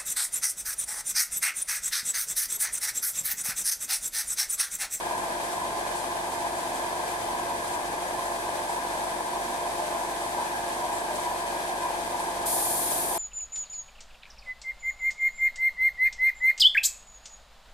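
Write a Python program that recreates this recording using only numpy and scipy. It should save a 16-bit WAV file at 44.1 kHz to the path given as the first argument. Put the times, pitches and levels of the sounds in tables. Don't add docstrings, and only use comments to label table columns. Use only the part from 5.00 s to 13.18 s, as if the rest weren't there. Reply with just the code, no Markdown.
import sys
import numpy as np
from scipy.fft import rfft, irfft, next_fast_len
from scipy.io import wavfile
from scipy.ndimage import map_coordinates

SR = 44100
rng = np.random.default_rng(int(sys.argv[2]) if len(sys.argv) > 2 else 0)


def unload_wav(signal):
    wavfile.write(
        sys.argv[1],
        SR,
        np.round(np.clip(np.atleast_2d(signal).T, -1, 1) * 32767).astype(np.int16),
    )


N = 360738
TIME = np.arange(N) / SR

PUMP_HZ, MOTOR_HZ = 23.685, 58.08
BELT_HZ = 2.275


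# multiple of the crank rate, level/dB, left minus right/dB
PUMP_TONES = [(1, -73, -1), (2, -56, 1.5), (3, -73, -3), (4, -62.5, 0), (5, -68, 6), (6, -65, 1),
              (7, -61, 1), (8, -58.5, 2.5), (9, -60.5, 2), (10, -63, 0), (11, -61.5, 0), (14, -51.5, 5),
              (15, -48, 1), (17, -64, -5), (18, -61, -9), (19, -55, -10), (21, -61.5, 11), (22, -55, -1),
              (23, -61.5, -4), (24, -52, -5), (27, -63, 2), (28, -50.5, 0), (29, -41, -1.5), (30, -53, -7),
              (31, -51.5, -7), (32, -60, -1), (34, -52, 3), (35, -56.5, 5), (36, -55, 9), (38, -53, -14),
              (39, -51.5, -1), (45, -58, -3)]
STROKE_PLACE, STROKE_SMEAR = .62, 1.1
DRONE_FLUTTER = 0.09
DRONE_GROWS_DB_PER_S, DRONE_MIDDLE_S = 0.16, 4


def pump_drone(crank):
    drone = 0
    for multiple, db, side_db in PUMP_TONES:
        smear = STROKE_SMEAR * rng.standard_normal() / (2 * np.pi)
        tremble = 1 + DRONE_FLUTTER * (wobble(9) + 1j * wobble(13))
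        turns = round(multiple) * (crank - STROKE_PLACE) + smear
        drone = drone + amp(db) * pan(side_db) * tone(turns, multiple * PUMP_HZ, tremble)
    return drone * amp(DRONE_GROWS_DB_PER_S * (TIME - DRONE_MIDDLE_S))


# multiple of its shaft rate, level/dB
MOTOR_TONES = [(6, -52), (12, -56.5)]


def motor_hum(crank):
    shaft = crank * MOTOR_HZ / PUMP_HZ
    return sum(amp(db) * tone(round(multiple) * shaft + rng.random(), multiple * MOTOR_HZ)
               for multiple, db in MOTOR_TONES)


VALVE_BURSTS = [(.23, .08, 1.0), (.5, .06, .7), (.71, .07, 1.3)]


def valve_flow(crank):
    flow = 1
    for place, width, strength in VALVE_BURSTS:
        nearness = np.cos(2 * np.pi * (crank - place)) - 1
        flow = flow + strength * np.exp(nearness / (2 * np.pi * width) ** 2)
    return flow


# f/Hz, level/dB per Hz
CASING_SPECTRUM = [(200, -34), (260, -16), (350, -14.5), (430, -9), (520, -5.5), (610, -2), (720, -0.5),
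                   (870, 1.5), (930, 1.5), (1060, -1), (1130, -9), (1210, -14), (1300, -26), (3000, -50)]


def casing_chuff(force):
    return amp(-34.5) * coloured(turbulence() * force, CASING_SPECTRUM)


# f/Hz, width/Hz, relative level/dB
TANK_MODES = [(242.5, 2.2, -4), (268, 2.1, -4.5), (300.3, 1.77, -1.5), (315, 1.7, -4), (372.4, 2.5, -3),
              (398.3, 4.8, -7), (417.7, 2.2, -4.5), (608.4, 7.3, -2), (628, 4.8, -1.5), (659, 3.2, 2),
              (738, 10, 0), (831.6, 7.9, 2), (876, 36, -2), (916, 4.9, 4), (931, 6.2, -4.5),
              (1189, 11, -7.5)]


def tank_chuff(force, pull):
    return amp(-39.0 + 0.6 * pull) * ringing(turbulence() * force, TANK_MODES)


# f/Hz, width/Hz
GUARD_MODES = [(968, 13.98), (1029, 19.76)]
# t/s, lower resonance level/dB, upper resonance level/dB (before the swell's shape)
BELT_JOLTS = [(.09, -32, -35), (.35, -31, -33), (.61, -32, -31), (.75, -48, -32), (.99, -39, -41),
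              (1.41, -29, -34), (1.68, -35, -33), (1.83, -38, -37), (2.30, -31, -47), (2.48, -29, -37),
              (2.72, -30, -45), (2.81, -31, -41), (3.17, -35, -30.5), (3.47, -36, -38), (3.68, -29, -41),
              (3.78, -34, -33), (3.85, -33, -48), (4.25, -35, -50), (4.5, -29.5, -35), (4.92, -31.5, -37),
              (5.00, -32, -44), (5.09, -46, -35), (5.36, -30, -39), (5.81, -28, -37), (5.89, -29, -45),
              (6.24, -30.5, -36), (6.40, -31, -38), (6.70, -28.5, -36), (6.82, -28, -32),
              (7.12, -29.5, -42), (7.37, -33, -36), (8.09, -37, -41)]
JOLT_RISE_S, JOLT_DECAY_S = 0.02, 0.059
GUARD_REST_DB, GUARD_SCATTER_DB = -48, 0.6
GUARD_THROB = 0.48


def guard_rattle(flow):
    times, *levels = np.transpose(BELT_JOLTS)
    guard = 0
    for (hz, width), jolt_db in zip(GUARD_MODES, levels):
        jolt_power = swells(times, jolt_db, JOLT_RISE_S, JOLT_DECAY_S)
        swell = np.sqrt(amp(GUARD_REST_DB) ** 2 + jolt_power)
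        turns = np.cumsum(hz + 0.553 * width * wobble(30)) / SR
        ring = tone(turns, hz, 1 + 0.36 * (wobble(15) + 1j * wobble(13)))
        throbbing = unit(ring * flow ** GUARD_THROB)
        guard = guard + amp(GUARD_SCATTER_DB * wobble(9.8)) * swell * throbbing
    return guard


# f/Hz, width/Hz, relative level/dB
HEAD_MODES = [(1564, 48, -1.5), (1636, 14.7, 4.5), (1724, 78, 0.5), (1757, 62, -1), (2430, 150, -12.5)]
HEAD_DB, HEAD_SCATTER_DB, HEAD_EASE_DB_PER_S = -41, 0.8, 0.11
HEAD_THROB = 0.49


def head_clatter(flow):
    level_db = HEAD_DB - HEAD_EASE_DB_PER_S * TIME + HEAD_SCATTER_DB * wobble(9)
    return amp(level_db) * ringing(turbulence() * flow ** HEAD_THROB, HEAD_MODES)


# t/s of the peak, level/dB
CASING_KNOCKS = [(1.024, -22), (1.447, -22), (1.721, -23), (2.004, -22), (3.186, -25), (3.493, -20),
                 (4.209, -23), (4.802, -22), (4.949, -27), (6.111, -25), (6.346, -22), (7.146, -22),
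                 (8.128, -24)]
# f/Hz, relative level/dB
KNOCK_TONES = [(690, -7.5), (835, -13.5), (965, -7), (1640, -23)]
KNOCK_LEAD_S, KNOCK_DECAY_S = 0.0033, 0.0047


def casing_knocks():
    return sum(knock(s, db, KNOCK_TONES, KNOCK_LEAD_S, KNOCK_DECAY_S) for s, db in CASING_KNOCKS)


# t/s, level/dB before the swell's shape
TANK_BOOMS = [(.3, -34), (2.64, -34), (3.44, -33), (4.79, -31), (6.09, -33)]
BOOM_HZ, BOOM_SIDE_DB, BOOM_RISE_S, BOOM_DECAY_S = 607, 7, 0.045, 0.085


def tank_booms():
    swell = np.sqrt(swells(*np.transpose(TANK_BOOMS), BOOM_RISE_S, BOOM_DECAY_S))
    turns = np.cumsum(BOOM_HZ + 2.5 * wobble(8)) / SR
    return swell * pan(BOOM_SIDE_DB) * tone(turns, BOOM_HZ)


# f/Hz, level/dB per Hz
JET_SPECTRUM = [(1500, -17), (2800, -27), (3300, -9.5), (4600, -6.5), (5400, -8), (6500, -4), (7800, -1.5),
                (9200, 5.5), (10300, 4), (11500, 1), (13000, 0.5), (14300, -2.5)]
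# t/s, level/dB, left minus right/dB
SPRAY_COURSE = [(7.44, -68, 0), (7.457, -37, 1), (7.464, -26.5, 1), (7.56, -26.3, 1), (7.7, -27.5, 1.5),
                (7.85, -27.5, 1.5), (7.99, -28, 2), (8.08, -30, 2.5), (8.18, -31.5, 1.5)]


def spray_jet():
    jet_db, side_db = curves(SPRAY_COURSE)
    return amp(jet_db + 0.5 * wobble(50)) * pan(side_db) * coloured(turbulence(), JET_SPECTRUM)


# t/s of the peak, level/dB
TRIGGER_THUMP = (7.446, -31)
# f/Hz, relative level/dB
TRIGGER_TONES = [(1240, -6), (2120, -20)]
TRIGGER_LEAD_S, TRIGGER_DECAY_S = 0.0063, 0.0073


def trigger_thump():
    return knock(*TRIGGER_THUMP, TRIGGER_TONES, TRIGGER_LEAD_S, TRIGGER_DECAY_S)


# f/Hz, level/dB per Hz
LEAK_SPECTRUM = [(600, -9.5), (1300, 2), (2000, 4.5), (2500, 0.5), (2850, -4), (3080, 1.5), (4400, -1.45),
                 (4900, -0.9), (5400, -4), (6200, -1.5), (7200, -4), (7700, 0), (8600, -1.5), (9550, 1.5),
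                 (9950, -3), (10400, -3.5), (10750, -5), (11750, -9), (12250, -5.5), (12850, -8.5),
                 (13200, -10.5), (14300, -19)]
# f/Hz, left minus right/dB
LEAK_BALANCE = [(1500, 1.5), (3200, 3), (4800, 0.5), (7500, 2), (9700, 5.5), (13000, 3.5)]
# t/s, level/dB before the swell's shape
LEAK_SPITS = [(.17, -40), (.43, -41), (.51, -44), (.95, -39), (1.29, -41.5), (1.55, -43), (1.73, -42),
              (2.07, -46), (2.67, -41), (3.25, -42), (3.68, -41), (4.47, -44), (5.92, -39), (6.15, -43),
              (7.19, -40)]
# f/Hz, level/dB per Hz
SPIT_SPECTRUM = [(1500, -11), (3500, -9), (6000, -3), (8000, 6.5), (9600, 3), (11500, -7), (12500, -3),
                 (14300, -20)]
LEAK_DB, LEAK_SWELL_DB = -38.5, 0.34
SPIT_RISE_S, SPIT_DECAY_S = 0.0044, 0.084


def leak(pull):
    def hiss():
        return filtered(turbulence(), lambda hz: pan(along(LEAK_BALANCE, hz)))

    steady_db = LEAK_DB + LEAK_SWELL_DB * pull + 0.16 * wobble(11)
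    steady = amp(steady_db) * coloured(hiss(), LEAK_SPECTRUM)
    spit_swell = np.sqrt(swells(*np.transpose(LEAK_SPITS), SPIT_RISE_S, SPIT_DECAY_S))
    spits = spit_swell * coloured(hiss(), SPIT_SPECTRUM)
    return (steady + spits) * amp(0.63 * wobble(40))


# f/Hz, level/dB per Hz
RUMBLE_SPECTRUM = [(15, -20), (40, 1), (65, -3), (100, 5), (130, 0.5), (200, 0.5), (300, -4.5), (600, -3),
                   (3000, -80)]
# t/s, level/dB
RUMBLE_COURSE = [(0, -52), (1.2, -52.5), (1.8, -55), (2.9, -52), (3.8, -56), (5.8, -56), (7.2, -57),
                 (7.6, -52)]


def room_rumble():
    return amp(curves(RUMBLE_COURSE)[0]) * coloured(turbulence(), RUMBLE_SPECTRUM)


# f/Hz, width/Hz, depth/dB
ROOM_NULLS = [(439, 11, -10), (596, 4.2, -6), (642, 4, -5), (666, 3.5, -4), (721, 4.4, -1), (912, 5, -11),
              (945, 6.4, -4.5), (1072, 7.7, -9), (1155, 14, -7)]
# f/Hz, left minus right/dB
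ROOM_BALANCE = [(390, -0.5), (430, -2), (505, 3), (560, 2), (610, 6), (645, 4), (680, -1), (775, -1.5),
                (810, 1.5), (880, 5), (905, -7.5), (955, 3.5), (985, -3), (1110, -3), (1175, 3), (1380, -4),
                (1480, 1)]


def standing_waves(x):
    def response(f):
        dips_db = sum(db * np.exp(-((f - hz) / width) ** 2) for hz, width, db in ROOM_NULLS)
        return pan(along(ROOM_BALANCE, f)) * amp(dips_db)

    return filtered(x, response)


# f/Hz, likeness (1 = same, 0 = unrelated)
EAR_LIKENESS = [(50, .99), (250, .88), (450, .62), (630, .3), (780, .55), (900, .35), (1000, .72),
                (1280, .25), (1600, .68), (2000, .2), (5000, 0), (12000, -.08)]


def turbulence():
    def shares(hz):
        angle = np.arccos(np.clip(along(EAR_LIKENESS, hz), -1, 1)) / 2
        return np.array([np.cos(angle), np.sin(angle)])

    mid, side = filtered(rng.standard_normal((2, N)), shares)
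    return filtered(np.array([mid + side, mid - side]), ears)


# f/Hz, lead/radians
EAR_LEAD = [(300, 0), (650, .65), (1000, .8), (1250, 0), (1450, 3.1), (3000, 3.6), (6000, 6.3)]


def ears(hz):
    return np.exp(np.multiply.outer([.5j, -.5j], np.atleast_1d(along(EAR_LEAD, hz))))


def belt_pull(laps):
    return np.cos(2 * np.pi * (laps - 0.15))


def swells(times, levels_db, rise_s, decay_s):
    power, age = np.zeros(N + SR), np.arange(SR // 2) / SR
    shape = (1 - np.exp(-age / rise_s)) * np.exp(-age / decay_s)
    for s, db in zip(times, levels_db):
        power[round(s * SR):][:len(age)] += (amp(db) * shape) ** 2
    return power[:N]


def knock(s, db, modes, lead_s, decay_s):
    age = np.arange(SR // 20) / SR - lead_s
    ring = sum(amp(level) * np.real(np.exp(2j * np.pi * hz * age) * ears(hz)) for hz, level in modes)
    shape = np.minimum(1 + age / lead_s, np.exp(-age / decay_s))
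    out = np.zeros((2, N + SR))
    out[:, round((s - lead_s) * SR):][:, :len(age)] = amp(db) * ring * shape
    return out[:, :N]


def tone(turns, hz, sway=1):
    return unit(np.real(sway * np.exp(2j * np.pi * turns) * ears(hz)))


def coloured(x, spectrum):
    return unit(filtered(x, lambda hz: amp(along(spectrum, hz))))


def ringing(x, modes):
    def response(f):
        total = 0
        for k, (centre, width, db) in enumerate(modes):
            damping = 1j * f * width
            total = total + (-1) ** k * amp(db) * damping / (centre * centre - f * f + damping)
        return total

    return unit(filtered(x, response))


def filtered(x, response):
    m = next_fast_len(N + SR // 2)
    return irfft(rfft(x, m) * response(np.fft.rfftfreq(m, 1 / SR)), m)[..., :N]


def wobble(rate):
    return map_coordinates(rng.standard_normal(int(N * rate / SR) + 4), [np.arange(N) * rate / SR])


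def curves(rows):
    s, *cols = np.transpose(rows)
    return [np.interp(TIME, s, c) for c in cols]


def along(points, hz):
    f, v = np.transpose(points)
    return np.interp(np.log(hz + 1), np.log(f + 1), v)


def pan(db):
    return amp(np.multiply.outer([.5, -.5], np.atleast_1d(db)))


def amp(db):
    return 10 ** (np.asarray(db) / 20)


def unit(x):
    return x / np.sqrt(np.mean(x ** 2) + 1e-20)


def scene():
    crank = np.cumsum(PUMP_HZ * (1 + 0.00063 * wobble(1.0) + .0012 * wobble(12))) / SR
    flow = valve_flow(crank)
    pull = belt_pull(BELT_HZ * TIME)
    force = flow * amp(0.5 * wobble(24))
    chuff = casing_chuff(force) + tank_chuff(force, pull)
    clatter = standing_waves(chuff + guard_rattle(flow) + head_clatter(flow))
    compressor = pump_drone(crank) + motor_hum(crank) + clatter + casing_knocks() + tank_booms()
    return compressor + spray_jet() + trigger_thump() + leak(pull) + room_rumble()


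def record(dry):
    return filtered(dry, lambda hz: hz < 14300)


dry = scene()
out = record(dry)
unload_wav(out)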